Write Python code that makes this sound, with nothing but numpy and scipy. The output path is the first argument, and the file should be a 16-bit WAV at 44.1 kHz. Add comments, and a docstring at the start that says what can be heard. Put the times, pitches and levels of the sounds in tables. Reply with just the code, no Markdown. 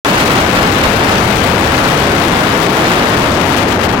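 """Head wind on the deck of a boat under way buffets a camera's two microphone ports.
From the start the windward left port overloads, tearing into sharp alternating spikes over a shared
low rumble and the faint hiss of the wash. The sheltered right port overloads only in gusts and spits
four times, first at 0.7 s. It eases after 1.2 s and catches another strong gust near 2.8 s.
In the last half second the wind on the left turns choppy and drops."""
import sys
import numpy as np
from scipy import signal
from scipy.fft import rfft, irfft
from scipy.io import wavfile
from scipy.ndimage import uniform_filter1d, minimum_filter1d

SR = 44100
rng = np.random.default_rng(int(sys.argv[2]) if len(sys.argv) > 2 else 0)


def output_pcm(signal):
    """Save a mono or channel-first signal as 16-bit PCM at the path in sys.argv[1].

    Samples are clipped to [-1, 1] before scaling.
    """
    pcm = np.clip(np.atleast_2d(signal).T, -1, 1) * 32767
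    wavfile.write(sys.argv[1], SR, np.round(pcm).astype(np.int16))


N = 176400
TIME = np.arange(N) / SR

# wind strength at each port, played about its mean: (time [s], level [dB])
LEFT_WIND = [(.05, -15.5), (.2, -14), (.4, -15.5), (2.7, -16), (2.9, -15.5), (3.42, -18), (3.59, -15),
             (3.665, -21.5), (3.72, -14.5), (3.775, -22), (3.855, -13.5), (3.875, -23.5), (3.935, -16.5),
             (3.955, -26), (3.995, -22)]
RIGHT_WIND = [(0.05, -15.5), (0.39, -15.5), (0.46, -20.5), (0.51, -27.5), (0.57, -13.0), (0.66, -18.0),
              (0.72, -24.5), (0.85, -13), (0.9, -31.0), (0.95, -27.5), (1.0, -15.5), (1.15, -15.5),
              (1.2, -25), (1.55, -26.5), (1.64, -21), (1.95, -19.5), (2.2, -20.5), (2.26, -26.5),
              (2.38, -17.5), (2.46, -20.5), (2.57, -19.0), (2.62, -27.0), (2.72, -27.0), (2.79, -15.5),
              (3.07, -17.5), (3.38, -23.5), (3.44, -28.5), (3.57, -21.0), (3.66, -29), (3.99, -25.5)]
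# EQ on the buffeting at each port: (frequency [Hz], relative gain [dB])
LEFT_EQ = [(60, -12), (200, -7), (400, -6), (800, -2), (1500, 0.5), (3000, 1), (6000, 0.5), (9000, -0.5),
           (13000, 3.5), (15500, 4)]
RIGHT_EQ = [(60, -22), (200, -13), (400, -3), (800, -4), (1500, 0), (3000, 2), (6000, 1.5), (9000, 2.5),
            (16000, 7)]
# tone of the fine crackle in the fastest eddies: (frequency [Hz], relative level [dB])
CRACKLE_TONE = [(500, -31), (2000, 13.5), (5000, 4), (9000, 2), (12000, -2), (15500, 0.5)]
# tone of the rumble both ports share: (frequency [Hz], relative level [dB])
RUMBLE_TONE = [(15, -15), (30, -11), (50, -6.5), (85, -0.5), (130, 0.05), (210, 1), (330, -1.2), (420, -4),
               (700, -7.5), (1200, -15), (2500, -38.5), (6000, -52)]
# fader ride on the deepest rumble, played about its mean: (time [s], level [dB])
DEEP_RIDE = [(0, -22), (.75, -16.5), (1.25, -18), (2.2, -18.5), (2.75, -24.5), (3.25, -20), (4, -20.5)]
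# EQ on the rumble at the windward port: (frequency [Hz], relative gain [dB])
WINDWARD_EQ = [(110, -0.5), (250, -1), (450, 1.4), (800, 1.2)]
# tone of the wash along the hull: (frequency [Hz], relative level [dB])
WASH_TONE = [(200, 17), (1500, 9), (3000, -19), (6000, -2.5), (10000, -26), (16000, -26)]
# spits at the right port: (time [s], level [dB])
SPITS = [(.674, -16), (1.374, -24), (2.802, -20), (3.605, -22)]


def from_db(db):
    """Decibels to gain."""
    return 10 ** (np.asarray(db) / 20)


def rms_one(x):
    """Scale to rms 1."""
    return x / np.sqrt(np.mean(x ** 2) + 1e-20)


def ride_db(rows):
    """A fader ride: a (time, level) table as dB about its mean at every sample."""
    db = np.interp(TIME, *np.transpose(rows))
    return db - db.mean()


def equalised(x, curve):
    """EQ by a (frequency, gain) table; rms 1."""
    hz, db = np.transpose(curve)
    bins = np.maximum(np.fft.rfftfreq(N, 1 / SR), 1)
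    gain = from_db(np.interp(np.log(bins), np.log(hz), db))
    return rms_one(irfft(rfft(x) * gain, N))


def turbulence(corner_hz, steepness=2):
    """Noise that is flat up to a corner and rolls off by a power law above it; rms 1."""
    bins = np.fft.rfftfreq(N, 1 / SR)
    rolloff = np.sqrt(1 + (bins / corner_hz) ** (2 * steepness))
    return rms_one(irfft(rfft(rng.standard_normal(N)) / rolloff, N))


def limited(x, ceiling, hold_s):
    """Fast look-ahead limiter: the gain ducks smoothly around every peak above the ceiling."""
    size = max(int(hold_s * SR), 2) | 1
    gain = minimum_filter1d(np.minimum(1, ceiling / (abs(x) + 1e-9)), size)
    return x * uniform_filter1d(gain, size)


def buffeting(wind, eq, eddy_hz, steepness, flutter_db, flicker_db, speed_follows, force_follows,
              drive, level_db, ceiling, crackle_db, crackle_follows, low_cut_hz=1350):
    """Stronger wind brings faster, harder eddies, which saturate the diaphragm behind a port."""
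    gust_db = ride_db(wind) + flutter_db * turbulence(40) + flicker_db * turbulence(300)
    travelled = np.cumsum(from_db(speed_follows * gust_db))   # gusts varispeed the eddies
    eddies = np.interp(travelled % N, np.arange(N), turbulence(eddy_hz, steepness))
    diaphragm = np.tanh(drive * from_db(force_follows * gust_db) * eddies)
    # the wind filter's low cut turns each swing of the diaphragm into a spike
    spikes = signal.lfilter(*signal.butter(1, low_cut_hz, "high", fs=SR), diaphragm)
    spikes = limited(from_db(level_db) * equalised(spikes, eq), ceiling, hold_s=0.00044)
    return spikes + from_db(crackle_db) * crackle(spikes, crackle_follows * gust_db)


def crackle(spikes, gust_db, sputter_db=2.5, sputter_hz=180):
    """The fastest eddies put a fine crackle on the spikes, in uneven bursts."""
    grit = rng.standard_normal(N) * spikes ** 2
    bursts = from_db(gust_db + sputter_db * turbulence(sputter_hz))
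    return equalised(grit * bursts, CRACKLE_TONE)


def rumble(level_db=-14, flutter_db=0.33, deep_hz=140, windward_lag_s=.00005):
    """Large slow eddies press on both ports, a little later and brighter on the left."""
    pressure = equalised(rng.standard_normal(N), RUMBLE_TONE)
    pressure *= from_db(flutter_db * turbulence(6.9))
    deep = signal.sosfiltfilt(signal.butter(2, deep_hz, fs=SR, output="sos"), pressure)
    pressure += deep * (from_db(ride_db(DEEP_RIDE)) - 1)   # the bottom end swells and ebbs
    right = rms_one(limited(pressure, ceiling=1.85, hold_s=0.0059))
    left = equalised(np.interp(TIME - windward_lag_s, TIME, right), WINDWARD_EQ)
    return from_db(level_db) * np.array([left, right])


def wash(level_db=-48):
    """Water running along the hull lays down a smooth, wide bed of hiss."""
    hiss = [equalised(noise, WASH_TONE) for noise in rng.standard_normal((2, N))]
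    return from_db(level_db) * np.array(hiss)


def spits(half_width_s=.0018):
    """An eddy overloads the right port for a few milliseconds: one short spit of crackle."""
    envelope = np.zeros(N)
    for time_s, level_db in SPITS:
        offset = (TIME - time_s) / half_width_s
        envelope += from_db(level_db) * np.exp(-np.minimum(offset ** 2, 50))
    return envelope * equalised(rng.standard_normal(N), CRACKLE_TONE)


def scene(crosstalk_db=-5, crosstalk_s=0.00024):
    """The mix: two buffeted ports up front, the shared rumble and the wash underneath."""
    left = buffeting(LEFT_WIND, LEFT_EQ, eddy_hz=705, steepness=1.741,
                     flutter_db=1.12, flicker_db=0.88, speed_follows=.68, force_follows=.02,
                     drive=1.85, level_db=-8.0, ceiling=0.69, crackle_db=-26, crackle_follows=1.6)
    right = buffeting(RIGHT_WIND, RIGHT_EQ, eddy_hz=544, steepness=2.18,
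                      flutter_db=2.5, flicker_db=1.85, speed_follows=.45, force_follows=0.72,
                      drive=0.58, level_db=-19.0, ceiling=0.66, crackle_db=-43, crackle_follows=.5)
    # the right port's buffeting bleeds into the left, weaker and later
    crosstalk = from_db(crosstalk_db) * np.interp(TIME - crosstalk_s, TIME, right)
    return np.array([left + crosstalk, right + spits()]) + rumble() + wash()


def record(dry, start_s=.048, cutoff_hz=15900):
    """Master chain: peaks held near full scale, a hard cut in from silence and a steep high cut."""
    held = limited(dry, ceiling=1.0, hold_s=0.00026) * (TIME >= start_s)
    high_cut = signal.ellip(12, .1, 70, cutoff_hz, fs=SR, output="sos")
    return signal.sosfilt(high_cut, held)


dry = scene()
out = record(dry)
output_pcm(out)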